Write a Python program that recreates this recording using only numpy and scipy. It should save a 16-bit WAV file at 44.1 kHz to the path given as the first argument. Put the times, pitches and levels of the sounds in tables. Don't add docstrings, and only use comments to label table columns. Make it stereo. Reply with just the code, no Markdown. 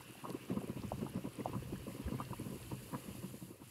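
import sys
import numpy as np
from scipy import signal
from scipy.fft import rfft, irfft, next_fast_len
from scipy.io import wavfile
from scipy.ndimage import uniform_filter1d, map_coordinates

SR = 44100
rng = np.random.default_rng(int(sys.argv[2]) if len(sys.argv) > 2 else 0)


def wav_out(sig):
    wavfile.write(sys.argv[1], SR, np.round(np.clip(np.atleast_2d(sig).T, -1, 1) * 32767).astype(np.int16))


N = 163170
TIME = np.arange(N) / SR
SIDES = np.array([[.5], [-.5]])

# [t/s at the peak, level/dB before the overall trim, f/Hz]
GLUG_EVENTS = [(.1, -43.5, 313), (.253, -38.5, 354), (.304, -31, 346), (.35, -30.5, 358), (.504, -27, 341),
               (.515, -23.5, 210), (.527, -28.5, 206), (.573, -23.5, 211), (.586, -32, 145),
               (.607, -35, 244), (.644, -31, 270), (.7, -26, 210), (.772, -29.5, 270), (.796, -40, 239),
               (.839, -32.5, 264), (.852, -30.5, 192), (.94, -34, 172), (.993, -33, 167),
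               (1.027, -22.5, 203), (1.050, -30, 268), (1.159, -25.5, 206), (1.176, -28.5, 196),
               (1.254, -26.5, 250), (1.274, -33, 176), (1.39, -32.5, 208), (1.41, -31.5, 265),
               (1.483, -31, 280), (1.538, -31, 250), (1.562, -31, 152), (1.658, -64, 150),
               (1.733, -31, 224), (1.881, -29, 263), (1.903, -31.5, 185), (1.951, -35.5, 354),
               (2.001, -32, 284), (2.085, -31.5, 256), (2.124, -28.5, 213), (2.148, -29.5, 235),
               (2.207, -31.5, 233), (2.31, -33.5, 205), (2.331, -38, 326), (2.401, -32, 279),
               (2.416, -31, 193), (2.466, -30.5, 197), (2.503, -34, 206), (2.526, -30, 211),
               (2.565, -38.5, 241), (2.722, -33, 282), (2.732, -28, 145), (2.931, -33.5, 185),
               (2.950, -24.5, 214), (2.977, -40.5, 176), (3.09, -34, 192), (3.244, -33, 156),
               (3.344, -37.5, 245), (3.426, -37, 247), (3.51, -38.5, 292), (3.62, -42, 292)]
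# [t/s at the peak, level/dB before the overall trim, f/Hz]
PLOP_EVENTS = [(.009, -40.5, 964), (.155, -41.5, 767), (.242, -33.5, 940), (.254, -30.5, 1040),
               (.288, -33, 860), (.309, -41, 984), (.527, -42, 910), (.567, -49, 700), (0.577, -42, 1170),
               (.618, -35, 700), (0.704, -41, 830), (.836, -41.5, 980), (0.92, -22.5, 696),
               (1.019, -40.5, 644), (1.066, -25.5, 826), (1.182, -50, 970), (1.407, -54, 827),
               (1.407, -45.5, 2000), (1.459, -20, 712), (1.534, -37.5, 980), (1.552, -37.5, 1040),
               (1.734, -41, 750), (1.76, -45.5, 1720), (2.082, -44.5, 1660), (2.134, -45, 820),
               (2.203, -28.5, 1090), (2.213, -34.5, 1170), (2.333, -32.5, 1020), (2.718, -34.5, 930),
               (2.942, -33, 1010), (2.949, -38, 1130), (3.153, -44, 753), (3.623, -42.5, 884)]
# [t/s, relative level/dB]
BOIL_STRENGTH = [(0, -7.5), (.19, -5), (.28, 1.5), (.44, -0.5), (.53, -4), (.8, -2), (1.17, 0.5),
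                 (1.33, -3), (1.53, 3), (1.8, -1.5), (2.12, 1), (2.27, -1), (2.45, 0), (2.83, -2),
                 (3.05, 2), (3.3, -4.5), (3.57, -5.5), (3.7, -12)]


def amp(db):
    return 10 ** (np.asarray(db) / 20)


def unit(x):
    return x / np.sqrt(np.mean(x ** 2) + 1e-20)


def along(points, hz):
    f, value = np.transpose(points)
    return np.interp(np.log(hz + 1), np.log(f + 1), value)


def curve(rows, axis=1):
    cols = np.transpose(rows)
    return np.interp(TIME, cols[0], cols[axis])


def wobble(rate):
    return map_coordinates(rng.standard_normal(1024), [TIME * rate], mode="wrap")


def filtered(x, response):
    m = next_fast_len(N + SR // 2)
    hz = np.fft.rfftfreq(m, 1 / SR)
    return irfft(rfft(x, m) * response(hz), m)[..., :N]


def noise(spectrum, side_db):
    white = rng.standard_normal((2, N))
    mid, side = filtered(white, lambda hz: amp(along(spectrum, hz)))
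    side = amp(side_db) * side
    return unit(np.array([mid + side, mid - side]))


def patchy(x, depth_db):
    bands = signal.stft(x, nperseg=1024)[2]
    field = rng.standard_normal(bands.shape[1:])
    field = uniform_filter1d(field, size=7, axis=0)
    field = uniform_filter1d(field, size=4, axis=1)
    uneven = bands * amp(depth_db * unit(field))
    return unit(signal.istft(uneven, nperseg=1024)[1][:, :N])


def bubbles(rows, rise_s, glide, size, tail_db=-60):
    # [f/Hz, left minus right level/dB]
    balance_db = [(110, 1.5), (170, 0.5), (220, -3.5), (320, -8), (450, -12), (600, 0), (730, 3.5),
                  (950, 1.5), (1200, 7), (4000, 15)]
    # [f/Hz, phase/rad]
    left_lead = [(80, 0.8), (150, 0.2), (280, -0.34), (430, -1.5), (600, 4.5), (760, 4), (980, 2),
                 (1150, 2), (1500, 3), (4000, -0.5)]

    def bump(v):
        return (v * np.exp(1 - v)) ** 2

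    s, db, hz = np.transpose(rows)[:, :, None]
    u = np.arange(size) / SR / rise_s
    phase = 2 * np.pi * hz * rise_s * (u - 1) * (1 + glide * (u - 1) / 2)
    swell = bump(u) + amp(tail_db) * bump(u / 3.1)
    at = np.round((s - rise_s) * SR).astype(int) + np.arange(size)
    inside = (at >= 0) & (at < N)
    ears = []
    for side in SIDES:
        level = amp(db + side * along(balance_db, hz))
        wave = level * swell * np.cos(phase + side * along(left_lead, hz))
        ears.append(np.bincount(at[inside], wave[inside], N))
    return np.array(ears)


def swarm(centre_hz, spread, scatter_db, cycles, glide, count, size):
    z = rng.random((count, 3))
    offset = np.log(z[:, 2] / (1 - z[:, 2])) / 2
    hz = centre_hz * np.exp(spread * np.clip(offset, -2, 2))
    rows = np.column_stack([z[:, 0] * N / SR, scatter_db * z[:, 1] ** 2, hz])
    return unit(bubbles(rows, cycles / hz[:, None], glide, size))


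def surge(rows, rise_s, fall_s):
    power = np.zeros(N)
    for s, db, hz in rows:
        near = abs(TIME - s) < .1
        t = TIME[near] - s
        width_s = np.where(t < 0, rise_s, fall_s)
        power[near] += amp(db) ** 2 * np.exp(-(t / width_s) ** 2)
    return np.sqrt(power)


def echoes(x, t60, wet_db, count=14):
    t = np.arange(4096) / SR
    fade = amp(-60 * t / t60) * (1 - np.exp(-(t / .0024) ** 2))
    tails = rng.standard_normal((count, 2, len(t))) * fade
    tails /= np.linalg.norm(tails, axis=2, keepdims=True)
    place = np.linspace(0, count - 1, N)
    share = np.maximum(0, 1 - abs(place - np.arange(count)[:, None]))
    source = (share * x[0])[:, None]
    return amp(wet_db) * signal.oaconvolve(source, tails, axes=2).sum(0)[:, :N]


def glugs(stir):
    big = amp(-4.5) * bubbles(GLUG_EVENTS, rise_s=0.0034, glide=0.017, size=4096, tail_db=-26.5)
    lesser = swarm(centre_hz=326, spread=0.35, scatter_db=10, cycles=1.17, glide=0.02, count=700, size=4096)
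    lesser_level = amp(curve(BOIL_STRENGTH) - 54) + amp(-19) * stir
    dry = big + lesser_level * lesser
    return dry + echoes(dry, t60=0.066, wet_db=-11).mean(0)


def plops(stir):
    loud = amp(1.0) * bubbles(PLOP_EVENTS, rise_s=0.0017, glide=-0.0036, size=1500, tail_db=-38)
    lesser = swarm(centre_hz=801, spread=0.35, scatter_db=13, cycles=0.98, glide=0.087, count=500, size=2000)
    lesser_level = amp(curve(BOIL_STRENGTH) - 62.5) + amp(-27.5) * stir
    dry = loud + lesser_level * lesser
    return dry + echoes(dry, t60=0.082, wet_db=-14)


def splash(stir):
    tear_hz, tear_db_per_octave = 1060, 26
    tears = []
    for s, db, hz in PLOP_EVENTS:
        octaves_below = min(0, np.log2(hz / tear_hz))
        tears.append((s, db + tear_db_per_octave * octaves_below, hz))
    torn = surge(tears, rise_s=0.0079, fall_s=0.0068)
    spray = swarm(centre_hz=978, spread=0.26, scatter_db=12.0, cycles=1.95, glide=0.0074, count=2200, size=800)
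    return (amp(-11.0) * torn + amp(-39.5) * stir + amp(curve(BOIL_STRENGTH) - 64)) * spray


def churn(stir):
    # [f/Hz, relative level/dB]
    churn_colour = [(50, -27), (100, -2), (200, 0), (320, -1.5), (480, -7), (750, -26.5), (1050, -12),
                    (1400, -30.5), (2000, -25), (4000, -49)]
    steady = amp(curve(BOIL_STRENGTH) - 62.5 + 3.5 * wobble(23.66))
    level = steady + amp(-18.5) * stir
    return level * noise(churn_colour, side_db=-3.5) * amp(-3 * SIDES)


def wok(x):
    # [f/Hz, width/Hz, level/dB]
    bowl_rings = [(130.3, 10.7, 7.5), (189.6, 16.8, 2.5), (533, 81, -1), (974, 73, -1.5), (1084, 6.7, -1),
                  (1216, 40, -4)]

    def response(f):
        total = 1
        for centre, width, db in bowl_rings:
            total = total + amp(db) * 1j * f * width / (centre * centre - f * f + 1j * f * width)
        return total

    return filtered(x, response)


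def simmering(simmer_db):
    # [f/Hz, relative level/dB]
    simmer_colour = [(500, -9), (1200, -1.5), (1600, -2), (2250, -1.5), (2750, 4), (3050, 0.5), (3300, -5),
                     (4800, -9.5), (5400, -11), (5750, -11), (6300, -16), (8000, -21.5), (15000, -53)]
    hiss = patchy(noise(simmer_colour, side_db=1.5), depth_db=2.0)
    hiss = amp(simmer_db + 4.5 + 0.9 * wobble(29.88)) * hiss * amp(1.06 * SIDES)
    beads = swarm(centre_hz=2786, spread=.26, scatter_db=32, cycles=4.9, glide=0.0063, count=500, size=1500)
    crackle = swarm(centre_hz=4130, spread=0.3, scatter_db=19, cycles=1.2, glide=0, count=200, size=400)
    ticks = swarm(centre_hz=10150, spread=0.2, scatter_db=16, cycles=2.0, glide=.01, count=600, size=128)
    ticks = ticks.mean(0)
    return hiss + amp(simmer_db - 17.5) * beads + amp(simmer_db - 15) * crackle + amp(simmer_db - 7) * ticks


def fizzing(fizz_db):
    # [f/Hz, relative level/dB]
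    fizz_colour = [(2500, -22), (4600, 2), (5600, -8), (7000, 1), (8800, -0.5), (10200, 4.5), (12200, 5),
                   (13300, -8.5), (14500, -4), (16000, -8.5)]
    return amp(fizz_db + 0.1 + 0.87 * wobble(110)) * noise(fizz_colour, side_db=-59)


def spitting():
    # [t/s at the peak, level/dB before the overall trim, f/Hz]
    spit_events = [(.303, -54, 4160), (.303, -59, 10000), (.326, -57, 11400), (.63, -61, 10600),
                   (.675, -58.5, 9700), (.819, -59, 4500), (1.097, -56.5, 11000), (1.335, -60, 9600),
                   (1.355, -57.5, 9300), (1.37, -65, 4000), (1.449, -63, 6870), (1.572, -64, 10600),
                   (2.252, -59, 3970), (2.396, -55.5, 9500), (2.629, -58.5, 4000)]
    spits = amp(12.5) * bubbles(spit_events, rise_s=0.00018, glide=0.02, size=256)
    return spits + echoes(spits, t60=0.0082, wet_db=-7).mean(0)


def foam():
    # [t/s, fizz level/dB, simmer level/dB]
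    foam_levels = [(0, -64.5, -62), (.6, -66, -64), (1.2, -66, -63.5), (1.8, -66, -63.5),
                   (1.92, -61, -62.5), (2.1, -64.5, -62.5), (2.4, -62, -63), (3.15, -60, -63),
                   (3.43, -62, -68), (3.6, -69.5, -71.5), (3.68, -63, -65.5)]
    return simmering(curve(foam_levels, axis=2)) + fizzing(curve(foam_levels)) + spitting()


def rumble():
    # [t/s, level/dB]
    rumble_level = [(0, -70), (.55, -70), (.7, -56.5), (.95, -53), (1.3, -60.5), (1.5, -53.5), (1.9, -55),
                    (2.15, -54), (2.75, -59), (3.02, -66), (3.22, -57), (3.55, -68.5), (3.7, -68.5)]
    # [f/Hz, relative level/dB]
    rumble_colour = [(15, -21), (30, 0.5), (50, -2), (80, -5.5), (125, 1.5), (300, -45)]
    thump_s, thump_db, thump_hz = 2.066, -30.5, 65.5
    thump = bubbles([(thump_s, thump_db, thump_hz)], rise_s=0.013, glide=0.02, size=8192)
    level = amp(curve(rumble_level) + 6.5 + 2.3 * wobble(4.6))
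    return thump + level * noise(rumble_colour, side_db=-10.5)


def scene():
    stir = surge(GLUG_EVENTS, rise_s=0.011, fall_s=0.011)
    water = glugs(stir) + plops(stir) + splash(stir) + churn(stir)
    return amp(-2.5) * wok(water) + rumble() + foam()


def record(dry):
    low_cut_hz, top_hz = 63.4, 15700

    def response(hz):
        bass_cut = hz ** 3 / np.hypot(hz ** 3, low_cut_hz ** 3)
        return (hz < top_hz) * bass_cut

    return filtered(dry, response)


dry = scene()
out = record(dry)
wav_out(out)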